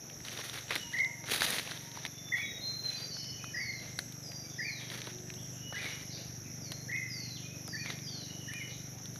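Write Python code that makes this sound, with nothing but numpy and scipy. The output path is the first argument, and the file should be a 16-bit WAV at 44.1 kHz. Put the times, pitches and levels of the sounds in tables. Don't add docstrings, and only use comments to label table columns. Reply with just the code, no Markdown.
import sys
import numpy as np
from scipy import signal
from scipy.fft import next_fast_len
from scipy.io import wavfile
from scipy.ndimage import uniform_filter1d

SR = 44100
rng = np.random.default_rng(int(sys.argv[2]) if len(sys.argv) > 2 else 0)


def gain_from_decibels(decibels):
    exponent = np.asarray(decibels, float) / 20
    return 10 ** exponent


def inscribe(sig):
    pcm = np.round(np.clip(np.atleast_2d(sig).T, -1, 1) * 32767)
    wavfile.write(sys.argv[1], SR, pcm.astype(np.int16))


N = 405499
TIME = np.arange(N) / SR


def evened(x):
    return x / np.sqrt(np.mean(x ** 2) + 1e-20)


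def read(points, hz):
    f, value = np.transpose(points)
    return np.interp(np.log(hz + 1), np.log(f + 1), value)


def add(mix, s, sound):
    part = mix[round(s * SR):][:len(sound)]
    part += sound[:len(part)]


def coloured(x, points, size=4096):
    half = read(points, np.fft.rfftfreq(size, 1 / SR)) * np.log(10) / 20
    full = np.r_[half, half[-2:0:-1]]
    taps = np.fft.ifft(np.exp(full - 1j * signal.hilbert(full).imag)).real
    return signal.oaconvolve(x, taps)[:len(x)]


def resonate(x, hz, width):
    turn = np.exp(2j * np.pi * hz * np.arange(len(x)) / SR)
    r = np.exp(-np.pi * width / SR)
    return 2 * (turn * signal.lfilter([(1 - r) ** 2], [1, -2 * r, r * r], x / turn)).real


def drift(hz, size=N):
    span = int(SR / hz)
    smooth = uniform_filter1d(rng.standard_normal(size), span)
    return evened(uniform_filter1d(smooth, span))


# f/Hz, time to fall 60 dB/s
TRUNKS = [(500, 0.16), (2000, 0.75), (3500, 0.73), (5000, 0.85), (12000, 0.47)]


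def trunks(x, shorter=1):
    taps, at = np.zeros(SR), np.arange(300, SR - 20, 20)
    taps[at + rng.integers(0, 20, len(at))] = rng.choice([-1., 1.], len(at))
    hz, t, z = signal.stft(taps, SR, nperseg=256)
    decay = gain_from_decibels(-60 * t / shorter / read(TRUNKS, hz)[:, None])
    tail = signal.istft(z * decay, SR, nperseg=256)[1]
    return signal.fftconvolve(x, tail / np.linalg.norm(tail))[:N]


# t/s, held/s, crunch level/dB, crisp edges below the crunch/dB
STEPS = [(.26, 0.11, -53, 6), (.37, 0.021, -49, 7), (.44, 0.033, -52, 1.5), (.535, 0.034, -48.5, 5.5),
         (.71, 0.033, -44.5, 12), (0.753, 0.0075, -48.5, 5), (.92, 0.074, -58, 4), (1.28, 0.13, -46.5, 6),
         (1.317, 0.028, -37.5, 1), (1.41, 0.09, -40.5, 1.5), (1.45, 0.12, -43, 2.5),
         (1.66, 0.078, -52, 6.5), (1.78, 0.096, -60, 2), (1.948, 0.096, -58.5, 8.5),
         (2.37, 0.041, -58.5, 6), (2.849, 0.19, -56.5, 8), (3.82, 0.085, -61, 10), (3.98, 0.029, -66, -2),
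         (4.8, 0.087, -58, 8), (4.92, 0.034, -51, 6.5), (5.02, 0.091, -57.5, 6.5), (5.76, .07, -52.5, 10),
         (5.83, 0.074, -50, 9), (5.95, 0.064, -56.5, 7), (6.14, 0.059, -63, 19), (6.71, 0.024, -65, 9),
         (7.67, 0.0088, -78, -4), (7.855, 0.052, -54.5, 12), (8.5, 0.21, -65, 5), (9.15, 0.021, -67, -2)]
PRESS_DB_PER_S, SETTLE_DB_PER_S = 504, 174
BED_DB, BED_CRISP_DB = -70, -76.5


def weight():
    t = TIME[::64]
    start, hold, db, below_db = np.transpose(STEPS)[:, :, None]
    press_db = PRESS_DB_PER_S * np.maximum(start - t, 0)
    settle_db = SETTLE_DB_PER_S * np.maximum(t - start - hold, 0)
    step_db = db - press_db - settle_db
    crunch_db = np.maximum(step_db.max(0), BED_DB)
    crisp_db = np.maximum((step_db - below_db).max(0), BED_CRISP_DB)
    return np.interp(TIME, t, crunch_db), np.interp(TIME, t, crisp_db)


# f/Hz, level per Hz/dB
LEAVES = [(120, -69), (200, -5), (305, -3.5), (1040, -9.5), (1840, 1), (2800, -2.5), (3830, 3), (5230, -6),
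          (6170, -6.5), (7830, -23.5), (9930, -11.5), (14100, -23), (16000, -27)]


def leaves():
    crunch_db, crisp_db = weight()
    clumps = np.clip((crunch_db + 68) / 12, .45, 1)
    dense = 9000 / SR * gain_from_decibels(clumps * (3 * drift(150) + 2 * drift(50)))
    size = gain_from_decibels(clumps * 2.3 * np.minimum(rng.exponential(1, N), 4))
    size = size / np.sqrt(uniform_filter1d(size ** 2 * dense, 6000))
    clicks = size * rng.standard_normal(N) * (rng.random(N) < dense)
    leaf, tones = rng.integers(0, 6, N), np.geomspace(500, 5000, 6)
    rings = sum(resonate(clicks * (leaf == k), hz, 1.26 * hz) / np.sqrt(hz) for k, hz in enumerate(tones))
    crunch = coloured(evened(rings) + 0.93 * evened(clicks), LEAVES[:9] + [(7500, -77.0)])
    treble = signal.butter(4, 6500, "high", fs=SR, output="sos")
    crisp = signal.sosfilt(treble, coloured(clicks, LEAVES))
    bursts_db = clumps * 1.0 * drift(40)
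    near = gain_from_decibels(crunch_db + bursts_db + 5.0) * evened(crunch)
    near += gain_from_decibels(crisp_db + bursts_db + 3.5) * evened(crisp)
    return near + gain_from_decibels(-12.0) * trunks(near)


SNAP_TIME = np.arange(1200) / SR


def snap(out, cracks, s, db, hz, treble_db, crack_db):
    t = SNAP_TIME
    crack, fizz = rng.standard_normal((2, len(t)))
    ring = np.sin(2 * np.pi * hz * t) * gain_from_decibels(-60 * t / (14 / hz))
    fizz = evened(resonate(fizz, 9950, 1700) + gain_from_decibels(-8) * resonate(fizz, 12000, 5000))
    fizz *= gain_from_decibels(-60 * t / 0.0061)
    add(out, s, gain_from_decibels(db - 5.5) * ring + gain_from_decibels(treble_db - 9.5) * fizz)
    add(cracks, s, gain_from_decibels(db + crack_db - 60 * t / 0.02) * crack * np.minimum(t / 0.00034, 1))


# t/s, peak level/dB, ring f/Hz, treble level/dB
TWIGS = [(0.25, -24, 3790, -41), (0.755, -12.5, 3600, -16.5), (1.319, -20, 2320, -39),
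         (1.3347, -27, 1880, -36), (1.4072, -12.5, 4200, -18), (1.4196, -8, 1670, -38),
         (1.5054, -26, 3840, -15), (1.584, -15.5, 2050, -45), (1.5967, -15, 2320, -44),
         (2.051, -21.5, 1820, -41), (2.063, -20.5, 2280, -46), (3.991, -23, 4030, -19.5),
         (3.9895, -19.5, 1660, -50), (4.1236, -33, 4620, -29), (6.7193, -18, 4250, -26),
         (7.678, -34, 4870, -26.5), (7.9028, -19.5, 2010, -45), (8.536, -25.5, 2470, -30),
         (9.0567, -30.5, 3560, -37), (9.1596, -32.5, 1510, -46), (1.875, -46, 3600, -49),
         (7.295, -36, 3000, -58), (8.985, -38, 3500, -56)]


def twigs(out, cracks):
    for row in TWIGS:
        snap(out, cracks, *row, crack_db=0)


# t/s, peak level/dB, ring f/Hz
SNAPS = [(0.284, -20.5, 2980), (0.375, -21, 3720), (0.389, -23, 3840), (0.497, -18.5, 3630),
         (0.708, -12.5, 2100), (0.934, -26, 3980), (0.988, -21, 4050), (1.047, -24.5, 4000),
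         (1.24, -30, 2070), (1.6751, -21.5, 2590), (1.7179, -22, 1625), (1.9732, -25.5, 950),
         (2.385, -26, 2060), (3.2438, -29, 4430), (3.442, -25, 1360), (4.3186, -28.5, 2500),
         (4.901, -21, 3650), (5.018, -20, 3320), (5.071, -22.5, 3900), (5.3024, -25.5, 2480),
         (5.3395, -29, 3720), (5.7259, -24.5, 1500), (6.9636, -31, 3500), (7.86, -21, 2100),
         (7.989, -29, 3600), (0.099, -29.5, 2970), (2.18, -37, 2800), (3.168, -32, 1550),
         (5.185, -32, 3900), (6.915, -33, 3220),
         (.2043, -32, 2100), (0.3165, -28, 3890), (0.4163, -31, 2050), (0.44, -25, 1900),
         (.4822, -30, 4270), (0.54, -30, 2900), (.576, -25.5, 1870), (.585, -26, 3700), (.6822, -30, 2890),
         (0.706, -25, 3580), (0.722, -16, 2250), (.733, -19, 3500), (0.761, -13, 2080), (.764, -21, 4200),
         (1.003, -30, 3900), (1.27, -32, 2050), (1.287, -22, 1840), (1.322, -18, 2900), (1.41, -17, 2200),
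         (1.465, -15, 3900), (1.48, -22, 2600), (1.775, -25, 3750), (1.9162, -28, 3870),
         (2.0521, -17, 3580), (2.287, -36, 2600), (3.9898, -14, 4380), (3.9909, -19.5, 3600),
         (1.712, -18.5, 4100), (1.588, -17, 3700), (3.727, -36, 3500), (3.8, -36, 3300), (.826, -32, 4300),
         (4.331, -37, 2000), (4.94, -30, 3500), (5.004, -25, 4300), (5.042, -28, 4100), (5.781, -30, 4200),
         (5.844, -22, 3900), (5.888, -34, 3800), (5.916, -34, 4100), (5.953, -29, 4000), (6.036, -47, 1300),
         (7.925, -30, 3500),
         (0.706, -21, 2140), (1.2977, -21, 1790), (3.8594, -33, 3960), (3.8761, -34, 2000),
         (5.7594, -35, 2160), (5.8644, -26, 2300), (5.9115, -34, 2060), (5.9844, -41, 2100),
         (6.3974, -47, 1590), (6.7202, -26, 4200), (8.098, -37, 4650), (8.6173, -35, 2180),
         (8.7044, -38, 2190)]


def stiff_leaves(out, cracks):
    for row in SNAPS:
        snap(out, cracks, *row, treble_db=-54, crack_db=-3)


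# t/s, level/dB
KNOCKS = [(.3737, -41), (0.3899, -32), (0.71, -28), (1.2397, -41), (1.319, -38), (1.3352, -36),
          (1.4184, -30), (1.6744, -39), (2.05, -36.5), (5.072, -34), (5.7246, -34.5), (7.679, -35.5)]


def knocks(out):
    for s, db in KNOCKS:
        thud = evened(resonate(rng.standard_normal(len(SNAP_TIME)), 680, 1100))
        add(out, s, gain_from_decibels(db - 4.5 - 60 * SNAP_TIME / 0.037) * thud)


def snaps():
    out, cracks = np.zeros((2, N))
    twigs(out, cracks)
    stiff_leaves(out, cracks)
    knocks(out)
    out += gain_from_decibels(-7.0) * coloured(cracks, LEAVES)
    return out + gain_from_decibels(-23.5) * trunks(out)


def note(rows, warble_hz=33.7, waver_db=0.0, unsteady=0.0):
    s, *columns = np.transpose(rows)
    t = np.arange(s[0], s[-1], 1 / SR)
    hz, db, *depth = (np.interp(t, s, c) for c in columns)
    hz = uniform_filter1d(hz, 600, mode="nearest") * (1 + unsteady * drift(76, size=24000)[:len(t)])
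    hz = hz + sum(depth) * np.cos(2 * np.pi * warble_hz * (t - s[1]))
    tone = np.sqrt(2) * np.sin(2 * np.pi * np.cumsum(hz) / SR) * signal.windows.tukey(len(t), .15)
    return s[0], tone * gain_from_decibels(db + waver_db * drift(130, size=24000)[:len(t)])


def sing(rows, direct, direct_db, tail, echo_db, unsteady):
    s, call = note(rows, waver_db=3.0, unsteady=unsteady)
    add(direct, s, gain_from_decibels(direct_db) * call)
    add(tail, s, gain_from_decibels(echo_db) * call)


WARBLE_LOW_HZ, WARBLE_FOOT_HZ, WARBLE_END_HZ = 1608, 1842, 2060
SCOOP_S, SCOOP_DB, WARBLE_DEPTH_HZ, FOOT_HELD_S = 0.01886, -22, 128, 0.0157
NARROW_SHARE, NARROWED = 0.37, 0.54
TOP_DIP_DB_PER_KHZ = -12.5


def warble(start, length, db, top_hz, swell_db, foot_hz, climb, hold):
    foot_s, foot_db = start + SCOOP_S, db - swell_db / 2
    top_db = db + TOP_DIP_DB_PER_KHZ * (top_hz - WARBLE_END_HZ) / 1000
    top_depth_hz = NARROWED * WARBLE_DEPTH_HZ
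    return [(start, WARBLE_LOW_HZ, db + SCOOP_DB, 0),
            (foot_s, foot_hz, foot_db, WARBLE_DEPTH_HZ),
            (foot_s + FOOT_HELD_S, foot_hz, foot_db, WARBLE_DEPTH_HZ),
            (start + NARROW_SHARE * length, WARBLE_END_HZ, db, WARBLE_DEPTH_HZ),
            (start + climb * length, top_hz, top_db, top_depth_hz),
            (start + min(climb + hold, .95) * length, top_hz, top_db, top_depth_hz),
            (start + length, WARBLE_END_HZ, db + swell_db / 2, 0)]


# t/s, length/s, level/dB, highest f/Hz, swell from start to end/dB
WARBLES = [
    (0.924, 0.15, -33.5, 2093, 7),
    (2.309, 0.16, -39.5, 2407, -12.5),
    (3.528, 0.19, -42.5, 2150, 4),
    (4.575, .14, -40.5, 2435, -2.5),
    (5.717, .16, -45, 2436, 2),
    (6.879, 0.13, -39, 2100, 8),
]
WARBLE_FEET_HZ = [1940, 2000, 1820, 1860, 1730, 1880]
WARBLE_CLIMBS = [0.69, .68, 0.596, .68, .52, 0.62]
WARBLE_HOLDS = [.05, .02, .15, 0.048, .24, 0.11]
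WARBLE_ECHO_DB = [-9, -5.5, -1.5, -2.5, 0, -1]
# delay/s, level/dB
NEAR_TRUNKS = [(.0031, -9.5), (.0074, -4)]


def warbling_bird(direct, echoed):
    calls = zip(WARBLES, WARBLE_FEET_HZ, WARBLE_CLIMBS, WARBLE_HOLDS, WARBLE_ECHO_DB)
    for row, foot_hz, climb, hold, echo_db in calls:
        s, call = note(warble(*row, foot_hz, climb, hold), waver_db=2.5, unsteady=0.0066)
        add(direct, s, gain_from_decibels(1.0) * call)
        for delay, db in NEAR_TRUNKS:
            add(direct, s + delay, gain_from_decibels(db - 4.5) * call)
        add(echoed, s, gain_from_decibels(echo_db) * call)


LOW_NOTE_S, JUMP_S, STRAND_HZ, ARCH_HZ, DROP_S = 0.046, 0.0078, 2398, 40, .045


def split_call(start, length, low_db, high_db, drop_db):
    jump, drop = start + LOW_NOTE_S, start + length - DROP_S
    return [(start, WARBLE_LOW_HZ - 80, low_db + SCOOP_DB, 0),
            (start + SCOOP_S, WARBLE_FOOT_HZ, low_db + 0.5, 90),
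            (jump, WARBLE_FOOT_HZ - 130, low_db, 0), (jump + JUMP_S, STRAND_HZ, high_db - 11, 30),
            ((jump + drop) / 2, STRAND_HZ + ARCH_HZ, high_db, 30), (drop, STRAND_HZ, high_db + 0.5, 30),
            (drop + DROP_S / 2, WARBLE_END_HZ + 80, drop_db, 0), (start + length, WARBLE_END_HZ, drop_db, 0)]


GLIDE_TOP_HZ, GLIDE_ONSET_DB, GLIDE_FADE_DB = 5685, -8, -10


def glide(start, length, db, knee_hz, last_hz, fall_s):
    t = np.linspace(0, length, num=24)
    fall = np.exp(-t / fall_s)
    hz = knee_hz + (last_hz - knee_hz) * t / length + (GLIDE_TOP_HZ - knee_hz) * fall
    level_db = db + GLIDE_ONSET_DB * fall + GLIDE_FADE_DB * (t / length) ** 2
    return np.transpose([start + t, hz, level_db])


def flick(start, length, db, first_hz, last_hz):
    top_s = start + length
    return [(start, first_hz, db), (top_s, last_hz, db), (top_s + 0.034, last_hz, db - 31)]


def held(start, length, db, first_hz, last_hz):
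    return [(start + u * length, first_hz + u * (last_hz - first_hz), db + change_db)
            for u, change_db in ((0, -9), (0.31, 0), (1, -8.5))]


# t/s, length/s, level/dB, first f/Hz, last f/Hz
WHISTLES = [(.79, 0.082, -47, 2990, 2825), (.82, 0.11, -55.5, 958, 930), (1.02, .11, -57.5, 973, 920),
            (1.17, 0.11, -58, 935, 920), (1.75, 0.28, -59.5, 925, 936), (2.1, 0.3, -50.5, 3535, 3504),
            (2.33, 0.14, -45.5, 3440, 3350), (2.42, 0.24, -44.5, 3833, 3745),
            (2.6, 0.28, -37.5, 4155, 4120), (2.84, 0.085, -39, 4094, 4080), (2.9, 0.12, -55.5, 2450, 2575),
            (2.94, 0.19, -42.5, 4595, 4765), (3.1, 0.074, -43.5, 4540, 4310),
            (3.15, 0.17, -47.5, 4360, 4380), (3.12, 0.224, -46, 5217, 5280), (3.2, 0.3, -56.5, 3005, 2920),
            (3.38, .14, -55.5, 2480, 2527), (4.49, 0.046, -56.5, 3580, 3600), (5.05, 0.36, -55, 363, 364),
            (5.59, 0.25, -49.5, 2920, 2940), (6.912, 0.156, -49.5, 2473, 2570),
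            (7.42, 0.14, -51.5, 2404, 2580), (8.5, 0.25, -56, 2960, 2950), (7.358, 0.031, -43, 3910, 2520)]
# t/s, length/s, level/dB, knee f/Hz, last f/Hz
GLIDES = [
    (3.52, 0.29, -45.5, 4900, 3984),
    (4.21, 0.28, -48.5, 4694, 4780),
    (4.56, 0.26, -44, 5150, 3590),
    (6.595, 0.24, -49, 3600, 4250),
    (7.075, .29, -43, 4890, 3900),
    (7.645, 0.21, -42.5, 4260, 4410),
    (8.015, 0.26, -45, 4990, 3750),
]
GLIDE_FALLS_S = [.031, .04, .031, .061, .031, .06, .031]
# t/s, length/s, low note, high strand, last drop level/dB
SPLIT_CALLS = [
    (7.72, .18, -39.5, -48, -44),
    (8.47, .17, -46, -47, -42),
]
# t/s, scoop length/s, level/dB, first f/Hz, last f/Hz
FLICKS = [
    (5.36, 0.036, -53, 2690, 3540),
    (8.07, 0.0226, -51, 2980, 3630),
]
# t/s, length/s, level/dB, first f/Hz, last f/Hz
FAR_NOTES = [(6.08, 0.076, -52, 4100, 3900), (6.14, .05, -52.5, 5200, 2000),
             (6.105, 0.058, -52, 4700, 4300), (6.42, 0.072, -62, 2600, 1700), (7.17, 0.14, -64, 2680, 2500),
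             (8.672, 0.034, -50.5, 4800, 3800), (0.68, 0.098, -62, 2200, 4200),
             (5.47, .14, -63.5, 2920, 2940)]


def birds():
    direct, echoed, glides, far = np.zeros((4, N))
    warbling_bird(direct, echoed)
    for row in WHISTLES:
        sing(held(*row), direct, -4, echoed, -3.5, unsteady=.0025)
    for row, fall_s in zip(GLIDES, GLIDE_FALLS_S):
        sing(glide(*row, fall_s), direct, -2.5, glides, -5, unsteady=.003)
    for row in SPLIT_CALLS:
        sing(split_call(*row), direct, -1.5, echoed, -5.5, unsteady=.006)
    for row in FLICKS:
        sing(flick(*row), direct, -4, echoed, -2.5, unsteady=.003)
    for row in FAR_NOTES:
        sing(held(*row), direct, -14, far, 2.5, unsteady=.006)
    return direct + trunks(echoed), glides, far


def smear(x, spread_hz):
    shake = np.exp(2j * np.pi * np.cumsum(spread_hz * drift(400)) / SR)
    return (signal.hilbert(x, next_fast_len(N))[:N] * shake).real


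# t/s, length/s, level/dB, first f/Hz, last f/Hz
STRAYS = [(5.88, .1, -57, 2900, 2850), (8.15, .07, -60, 3100, 2950), (3.54, .03, -58, 2300, 3300),
          (8.695, .025, -58, 3800, 2300), (8.22, 0.304, -59.5, 2980, 2930), (6.04, .06, -54, 5150, 5250),
          (6.64, 0.054, -59, 2500, 1900), (4.795, 0.0246, -54, 3600, 2900), (6.085, .08, -55, 4150, 3500),
          (4.42, .07, -62.5, 2350, 2250), (8.6, .04, -55, 2150, 2050)]


def foliage(glides, far):
    strays = np.zeros(N)
    for row in STRAYS:
        add(strays, *note(held(*row), waver_db=2.0, unsteady=0.0041))
    blurred = smear(glides + strays, spread_hz=35) + smear(far, spread_hz=190)
    return gain_from_decibels(-6.0) * strays + trunks(blurred, shorter=0.77)


# f/Hz, width/Hz, level/dB
CHOIRS = [
    (5716, 496, -52),
    (6150, 904, -55.5),
    (11260, 900, -64.5),
    (12300, 1300, -80),
]
# t/s, level/dB
CHORUS = [(0, -50), (1.2, -49.5), (3, -49), (5, -49.5), (7.1, -48.5), (9.19, -49.5)]


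def choirs():
    out = np.zeros(N)
    swell_db = np.interp(TIME, *np.transpose(CHORUS)) + 50
    for hz, width, db in CHOIRS:
        clicks = rng.standard_normal(N) * (rng.random(N) < 6000 / SR)
        hiss = resonate(resonate(clicks, hz, 1.7 * width), hz, 1.7 * width)
        out += evened(hiss) * gain_from_decibels(db + swell_db + 1.0 * drift(28))
    return out


# t/s, end t/s, f/Hz, width/Hz, level/dB
NARROW_SONGS = [(0.113, 0.4, 7750, 700, -69), (0.452, 1.3, 7500, 700, -68), (2.1, 3.1, 14800, 1500, -65),
                (3.814, 4.423, 7750, 166, -69.5), (4.26, 5.14, 8760, 200, -80), (5.14, 5.6, 7740, 198, -68),
                (5.5, 5.62, 7240, 300, -62), (6.0, 6.85, 9100, 350, -83), (3.048, 3.596, 2986, 148.1, -56.5),
                (8.161, 8.886, 2920, 170, -56), (3.37, 3.53, 2480, 180, -55), (4.49, 4.596, 3470, 200, -62),
                (8.0, 8.85, 8770, 350, -77)]


def narrow_songs():
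    out = np.zeros(N)
    for start, end, hz, width, db in NARROW_SONGS:
        clicks = rng.standard_normal(SR)[:round((end - start) * SR)]
        song = evened(resonate(clicks, hz, width)) * gain_from_decibels(2.0 * drift(16, size=SR)[:len(clicks)])
        add(out, start, gain_from_decibels(db) * song * signal.windows.tukey(len(clicks), .6))
    return out


# f/Hz, level/dB
EXHAUST = [(60, -28), (97, -2.5), (122, 5), (146, 2), (170, 0), (197, -7.5), (222, -6.5), (250, -9.5),
           (297, -8), (330, -11.5), (380, -18), (520, -35), (900, -40)]
# t/s, firings a second/Hz
ENGINE_SPEED = [(0.0, 23.5), (1.66, 23.4), (3.25, 23.8), (3.81, 24.2), (4.04, 24.5), (4.53, 24.7),
                (5.17, 24.3), (5.58, 24.7), (6.4, 24.6), (6.5, 24.5), (8.22, 24.2), (8.96, 24.5),
                (9.19, 24.2)]
# t/s, level/dB
ENGINE_LEVEL = [(0.0, -52), (1.56, -48.5), (1.69, -49), (8.37, -43.5), (9.01, -45.5), (9.14, -43),
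                (9.19, -45)]


def engine():
    speed = np.interp(TIME, *np.transpose(ENGINE_SPEED))
    turns = 0.3036 + np.cumsum(speed) / SR
    knots = np.arange(40) / 4
    chance = rng.standard_normal((24, 2, len(knots)))
    orders = np.zeros(N)
    for k, (sway, wander) in enumerate(chance[3:], 3):
        lag = 0.85 * k + 0.0313 * k ** 2
        phase = 2 * np.pi * k * turns - lag + 0.091 * k * np.interp(TIME, knots, wander)
        orders += gain_from_decibels(1.5 * np.interp(TIME, knots, sway)) * np.cos(phase)
    turbulence = np.exp(-(turns % 1) / 0.55) * rng.standard_normal(N)
    puffs = evened(orders) + 1.4 * evened(turbulence)
    level_db = np.interp(TIME, *np.transpose(ENGINE_LEVEL))
    return gain_from_decibels(level_db - 3.0) * evened(coloured(puffs, EXHAUST))


# f/Hz, level per Hz/dB
AIR = [(25, -2.5), (60, 1.5), (120, 0.5), (200, 3), (400, -2), (700, -4), (1000, -13), (2160, -9.5),
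       (3500, -24), (4740, -71), (7900, -56), (9800, -36), (12000, -15), (16000, -30.5)]
AIR_DB = -54.5


def air():
    frames, hz = N // 256 + 5, np.fft.rfftfreq(1024, 1 / SR)
    a, b, patches = rng.standard_normal((frames, 513, 3)).T
    patches = evened(uniform_filter1d(uniform_filter1d(patches, 12, 0), 14, 1))
    z = (a + 1j * b) * gain_from_decibels(read(AIR, hz)[:, None] + 2.13 * patches)
    return gain_from_decibels(AIR_DB) * evened(signal.istft(z, nperseg=1024, noverlap=768)[1][:N])


def scene():
    near_birds, glides, far = birds()
    mono = near_birds + choirs() + narrow_songs() + leaves() + snaps() + engine() + air()
    mono += foliage(glides, far)
    return np.array([mono, mono])


def band_limit(x):
    return signal.sosfilt(signal.butter(12, 16460, fs=SR, output="sos"), x)


def record(dry):
    bass_cut = signal.butter(4, 50, "high", fs=SR, output="sos")
    treble_cut = signal.firwin(1023, 15560, window=("kaiser", 9), fs=SR)
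    mix = signal.oaconvolve(signal.sosfilt(bass_cut, dry), treble_cut[None], "same")
    return band_limit(mix)


dry = scene()
out = record(dry)
inscribe(out)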